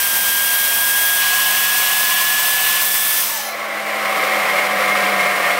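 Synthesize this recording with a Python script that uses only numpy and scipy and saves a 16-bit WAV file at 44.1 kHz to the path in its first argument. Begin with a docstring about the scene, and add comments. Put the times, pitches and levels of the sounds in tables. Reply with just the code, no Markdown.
"""Small air turbine, run and coast.

A compressed-air jet hisses and roars in the casing while eight rotor ports chop the exhaust into a
rising whine. The valve shuts with brief whistles and the swirl sinks away. The rotor coasts and slows,
its ball bearings rumbling through the casing modes. One close mono microphone."""
import sys
import numpy as np
from scipy import signal
from scipy.fft import rfft, irfft, next_fast_len
from scipy.io import wavfile

SR = 44100
rng = np.random.default_rng(int(sys.argv[2]) if len(sys.argv) > 2 else 0)


def store_wav(level_fs):
    """Save 16-bit WAV to argv[1]."""
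    pcm = np.round(np.clip(np.atleast_2d(level_fs), -1, 1) * 32767)
    wavfile.write(sys.argv[1], SR, pcm.T.astype(np.int16))


N = 246514
SHUT_START_S, SHUT_TAKES_S = 3.21, .38
ROAR_ON_S, ROAR_OFF_S, ROAR_SWITCH_S = 1.16, 2.8, .0726
SWELL_START_S = 3.374


def from_db(db):
    """Decibels to gain."""
    return 10 ** (np.asarray(db) / 20)


def unit_rms(x):
    """Scale to rms 1."""
    return x / np.sqrt(np.mean(np.abs(x) ** 2) + 1e-20)


def since(start_s):
    """Seconds since start_s, 0 before."""
    return np.maximum(np.arange(N) / SR - start_s, 0)


def ramp(start_s, takes_s):
    """Linear rise from 0 to 1."""
    return np.minimum(since(start_s) / takes_s, 1)


def bump(centre_s, length_s):
    """Gaussian envelope, peak 1."""
    return np.exp(-(2 * (since(0) - centre_s) / length_s) ** 2)


def curve(rows):
    """Breakpoints interpolated per sample."""
    return np.interp(since(0), *np.transpose(rows))


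def drift(rate_hz):
    """Slow random wander, rms 1."""
    hop, warmup = 40, 2000
    pole = np.exp(-2 * np.pi * hop * rate_hz / SR)
    noise = rng.standard_normal(N // hop + warmup + 2)
    slow = signal.lfilter([1], [1, -2 * pole, pole * pole], noise)[warmup:]
    return np.interp(np.arange(N) / hop, np.arange(len(slow)), unit_rms(slow))


def coloured(x, spectrum, modes):
    """Filter by a broad spectrum plus resonances and dips; rms 1."""
    size = next_fast_len(N)
    hz = np.maximum(np.arange(size // 2 + 1) * SR / size, 1)
    knots_hz, knots_db = np.transpose(spectrum)
    shape_db = np.interp(np.log(hz), np.log(knots_hz), knots_db)
    for centre_hz, width_hz, lift_db in modes:
        shape_db += lift_db / (1 + (2 * (hz - centre_hz) / width_hz) ** 2)
    return unit_rms(irfft(rfft(x, size) * from_db(shape_db), size)[:N])


def tone(cycles):
    """Sine following a running cycle count; rms 1."""
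    return np.sqrt(2) * np.sin(2 * np.pi * (cycles + rng.random()))


def noise_band(centre_hz, width_hz):
    """Narrow noise around a steady or moving pitch; rms 1."""
    pole = np.exp(-np.pi * width_hz / SR)
    noise = rng.standard_normal(N) + 1j * rng.standard_normal(N)
    slow = signal.lfilter([1], [1, -2 * pole, pole * pole], noise)
    cycles = np.cumsum(np.broadcast_to(centre_hz, N)) / SR
    return unit_rms((slow * np.exp(2j * np.pi * cycles)).real)


def pressure():
    """Supply pressure: 1 with the valve open, 0 shut."""
    return 1 - ramp(SHUT_START_S, SHUT_TAKES_S)


def rough_flow():
    """1 while the flow is rough, 0 while calm."""
    return ramp(ROAR_ON_S, ROAR_SWITCH_S) - ramp(ROAR_OFF_S, ROAR_SWITCH_S)


def swell_db(depth_db=12.5, takes_s=.87):
    """Rise from -depth_db to 0 in the sound after the valve shuts."""
    return depth_db * (ramp(SWELL_START_S, takes_s) - 1)


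# Valve whistles: centre_s, length_s, pitch_hz, level_db
WHISTLES = [(3.34, .12, 7800, -38), (3.37, .14, 12300, -36), (3.4, .2, 15450, -36),
            (3.42, 0.21, 6100, -36.5), (3.43, 0.19, 3100, -37.5), (3.45, 0.14, 10050, -38.5),
            (3.497, 0.15, 4100, -37), (3.51, .12, 12550, -41)]


def whistles():
    """Each narrowing gap in the valve sings one brief, breathy pitch."""
    return sum(from_db(db) * bump(centre_s, length_s) * noise_band(hz, width_hz=170)
               for centre_s, length_s, hz, db in WHISTLES)


# Valve air spectrum: freq_hz, density_db
VALVE_SPECTRUM = [(1500, -13), (3000, -1), (6000, 2), (10000, -12), (12500, -8), (15800, 0)]
# Valve resonances and dips: centre_hz, width_hz, lift_db
VALVE_MODES = [(5100, 150, 6), (5600, 150, 5), (7000, 150, 6), (7500, 200, -4), (8800, 200, 3),
               (10600, 500, -4)]


def valve_puff(start_s=3.125, attack_s=.1, hold_s=.18, fade_db_per_s=67):
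    """The last air rushes through the closing valve."""
    level_db = -26.5 - fade_db_per_s * since(start_s + attack_s + hold_s)
    rush = coloured(rng.standard_normal(N), VALVE_SPECTRUM, VALVE_MODES)
    return rush * from_db(level_db) * ramp(start_s, attack_s)


def swirl(sunk_hz=627, creep_hz_per_s=12, width_hz=70, lower_ratio=.705, fade_db_per_s=80):
    """The vortex sings two wide tones that jump with the roar and sink with the pressure."""
    air = pressure()
    open_hz = 979 + 50.14 * ramp(ROAR_ON_S, ROAR_SWITCH_S) + creep_hz_per_s * since(0)
    pitch_hz = sunk_hz + (open_hz - sunk_hz) * air
    upper_db = -36 + 4.5 * rough_flow() + 5 * (1 - air) - fade_db_per_s * since(3.6)
    upper = from_db(upper_db) * noise_band(pitch_hz, 1.8 * width_hz)
    lower = from_db(upper_db - 6) * air ** 2 * noise_band(lower_ratio * pitch_hz, width_hz)
    return upper + lower


# Brief dips in bearing level: centre_s, length_s, depth_db
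BEARING_DIPS = [(4.683, .12, 1.5), (5.387, .06, 0.5)]


def bearing_db(under_jet_db=-7.5):
    """Heard bearing level, quieter while the jet blows, swelling afterwards."""
    dips_db = sum(db * bump(centre_s, length_s) for centre_s, length_s, db in BEARING_DIPS)
    return swell_db() + under_jet_db * pressure() ** 2 - dips_db


# Bearing noise spectrum: freq_hz, density_db
RUMBLE_SPECTRUM = [(15, -62), (40, -36), (120, -33), (250, -23), (400, -12.5), (600, -7.5), (900, -7),
                   (1200, -6.5), (1550, -9.5), (2100, -5.5), (2700, -10.5), (4000, -18), (6000, -24.5),
                   (10000, -25), (15800, -25.5)]
# Casing resonances and dips: centre_hz, width_hz, lift_db
CASING_MODES = [(250, 40, -6), (310, 30, 6), (516, 40, 7), (576, 35, 10), (670, 30, 4), (890, 120, -5),
                (1030, 40, 6), (1140, 45, 9), (1265, 40, 4), (1385, 50, 3), (1630, 35, 6), (1815, 60, 4),
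                (1990, 50, 4), (2145, 80, 4), (2310, 50, 7), (4150, 100, 3), (5050, 300, 2), (5650, 250, 3),
                (8400, 500, 4), (10700, 600, -2), (14300, 600, -3)]
# Race hiss bands: shaft_order, width_hz, relative_db
RACE_BANDS = [(49.5, 350, -31), (56.3, 350, -27), (60.5, 300, -32), (66.5, 500, -29)]


def bearing_noise(speed_hz, turns):
    """Rumble pulses once a turn through the casing; rough races hiss in bands tied to shaft speed."""
    pulsing = 1 + .078 * np.cos(2 * np.pi * turns)
    shaking = rng.standard_normal(N) * pulsing * from_db(.94 * drift(35))
    rumble = coloured(shaking, RUMBLE_SPECTRUM, CASING_MODES)
    hiss = sum(from_db(db) * noise_band(order * speed_hz, width_hz)
               for order, width_hz, db in RACE_BANDS)
    return from_db(-17.5 + bearing_db()) * (rumble + hiss)


# Ball-pass tones and shaft sidebands: shaft_order, relative_db
BALL_TONES = [(.5, -44), (1.5, -32), (2.67, -22), (3.115, -20.5), (4.115, -24.5), (5.115, -18),
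              (6.115, -22), (6.23, -22), (6.61, -24), (7.23, -26.5), (8.115, -25.5), (9.35, -15),
              (9.73, -25)]


def bearing_tones(turns, swell_share=.59, wobble_db=2.5, ring_hz=2145, boom_hz=165):
    """Passing balls sound wavering tones; two casing modes come up as the air goes."""
    coasting = 1 - pressure()
    tones_db = bearing_db() - (1 - swell_share) * swell_db() * coasting
    balls = sum(from_db(-15.5 + tones_db + db + wobble_db * drift(4.4)) * tone(order * turns)
                for order, db in BALL_TONES)
    ring = from_db(-26 + tones_db + 1.6 * drift(3)) * noise_band(ring_hz, width_hz=45)
    boom = from_db(-51 + bearing_db() + 2.2 * drift(3)) * noise_band(boom_hz, width_hz=25)
    return balls + coasting * (ring + boom)


def shaft_tone(turns):
    """One cycle per turn, swelling slowly during the coast."""
    level_db = -38.5 + swell_db(depth_db=11.5, takes_s=1.4) + 2.15 * drift(4.1)
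    return from_db(level_db) * tone(turns + .086 * drift(13))


def coasting_hum(turns, order=3.665, sharp_hz=25.14, settle_s=.2):
    """The coasting rotor hums at a multiple of shaft speed, slightly sharp at first."""
    offset_hz = sharp_hz * np.exp(-since(SHUT_START_S + SHUT_TAKES_S) / settle_s)
    hum = tone(order * turns + np.cumsum(offset_hz) / SR + .041 * drift(4.3))
    return (1 - pressure()) ** 2 * from_db(-28 + swell_db() + .99 * drift(12)) * hum


# Roar spectrum: freq_hz, density_db
ROAR_SPECTRUM = [(300, -28), (600, -15), (1300, -6), (2000, -4.5), (2600, -0.5), (3000, 1), (3500, -7),
                 (4200, -6), (7000, -11), (9000, -24)]
# Roar resonances: centre_hz, width_hz, lift_db
ROAR_MODES = [(2600, 90, 4), (2940, 150, 4), (3450, 150, 2)]


def jet_roar(calm_db=-34, lift_db=10.5, burst_db=7, burst_s=.09):
    """Rough flow roars in the casing, with a burst as it sets in."""
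    rough_db = lift_db + burst_db * np.exp(-since(ROAR_ON_S) / burst_s)
    roar = coloured(rng.standard_normal(N), ROAR_SPECTRUM, ROAR_MODES)
    return roar * from_db(calm_db + rough_flow() * rough_db + .8 * drift(32)) * pressure()


# Sizzle bands: centre_hz, width_hz, relative_db
SIZZLE_BANDS = [(9700, 900, -3), (10850, 700, -3), (11850, 450, -3), (12500, 600, -1), (13800, 600, 0)]


def jet_sizzle(duck_db=6):
    """The jet's treble sizzle, weaker during the roar."""
    bands = sum(from_db(db) * noise_band(hz, width_hz) for hz, width_hz, db in SIZZLE_BANDS)
    return bands * from_db(-28.5 - duck_db * rough_flow()) * pressure() ** 4.85


# Jet spectrum: freq_hz, density_db
JET_SPECTRUM = [(15, -32), (30, -21.5), (80, -24), (200, -23), (400, -20), (700, -13.5), (1300, -11.5),
                (2200, -10), (3200, -9), (4200, -13), (5500, -13), (7000, -12.5), (8500, -11),
                (10000, -10.5), (12500, -8), (14000, -7), (15800, -5.5)]
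# Nozzle and casing resonances and dips: centre_hz, width_hz, lift_db
JET_MODES = [(1800, 100, 3), (2200, 150, 3), (5050, 200, 4), (5600, 220, 4), (6080, 220, 4),
             (6850, 250, -4), (7400, 250, -3), (7830, 200, 6), (8750, 600, 6), (9250, 150, -3),
             (9650, 150, -3), (10850, 500, 1), (11280, 300, -6), (12500, 550, 4), (13150, 500, -3),
             (14250, 600, 3), (14750, 200, -3), (15400, 200, -3)]


def jet_hiss():
    """Compressed air leaves the nozzle with a bright hiss."""
    hiss = coloured(rng.standard_normal(N), JET_SPECTRUM, JET_MODES)
    return hiss * from_db(-14.5 + .68 * drift(27)) * pressure() ** 1.7


# Port tone envelope: time_s, level_db
WHINE_LEVEL = [(0, -27.5), (.4, -23), (.7, -23.5), (1.05, -20), (1.9, -22.5), (2.75, -22.5), (2.88, -28.5),
               (3.2, -28.5), (3.23, -46), (3.29, -44), (3.33, -30), (3.5, -38.5), (3.7, -41), (4, -57),
               (4.6, -38), (5, -30), (5.59, -56)]
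# Harmonics of uneven ports: shaft_order, relative_db
UNEVEN_ORDERS = [(9, -35), (11, -31), (17, -16)]


def port_whine(turns, ports=8, growth_db_per_s=2):
    """Rotor ports chop the exhaust into a tone; its octave grows until the roar knocks it down."""
    port_db = curve(WHINE_LEVEL)
    growth_db = growth_db_per_s * np.minimum(since(0), ROAR_ON_S)
    octave_db = -31 + growth_db - 4 * ramp(ROAR_ON_S, ROAR_SWITCH_S)
    whine = from_db(port_db + .8 * drift(20)) * tone(ports * turns)
    octave = from_db(octave_db + .4 * drift(20)) * pressure() ** 5 * tone(2 * ports * turns)
    uneven = sum(from_db(port_db + db) * tone(order * turns) for order, db in UNEVEN_ORDERS)
    return whine + octave + uneven


# Shaft speed: time_s, speed_hz
SHAFT_SPEED = [(0, 200.6), (.4, 202), (1.1, 204.6), (2, 210.5), (2.6, 214.1), (3.25, 216.8), (3.6, 214.2),
               (4.6, 203.6), (5.59, 193.8)]


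def scene():
    """Air and rotor sounds, the same in both channels."""
    speed_hz = curve(SHAFT_SPEED)
    turns = np.cumsum(speed_hz) / SR
    air = jet_hiss() + jet_roar() + jet_sizzle() + valve_puff() + whistles() + swirl()
    whine = port_whine(turns)
    bearings = bearing_noise(speed_hz, turns) + bearing_tones(turns)
    mono = air + whine + bearings + shaft_tone(turns) + coasting_hum(turns)
    return np.array([mono, mono])


def record(dry):
    """Narrow notch near 8 kHz, soft clipping, steep low-pass."""
    notch_hz, notch_width_hz, cutoff_hz = 8010, 130, 15760
    notch_band = signal.lfilter(*signal.iirpeak(notch_hz, notch_hz / notch_width_hz, fs=SR), dry)
    dipped = dry - .85 * notch_band
    rounded = .8 * np.tanh(dipped / .8)
    return signal.sosfilt(signal.ellip(16, .3, 80, cutoff_hz, fs=SR, output="sos"), rounded)


dry = scene()
out = record(dry)
store_wav(out)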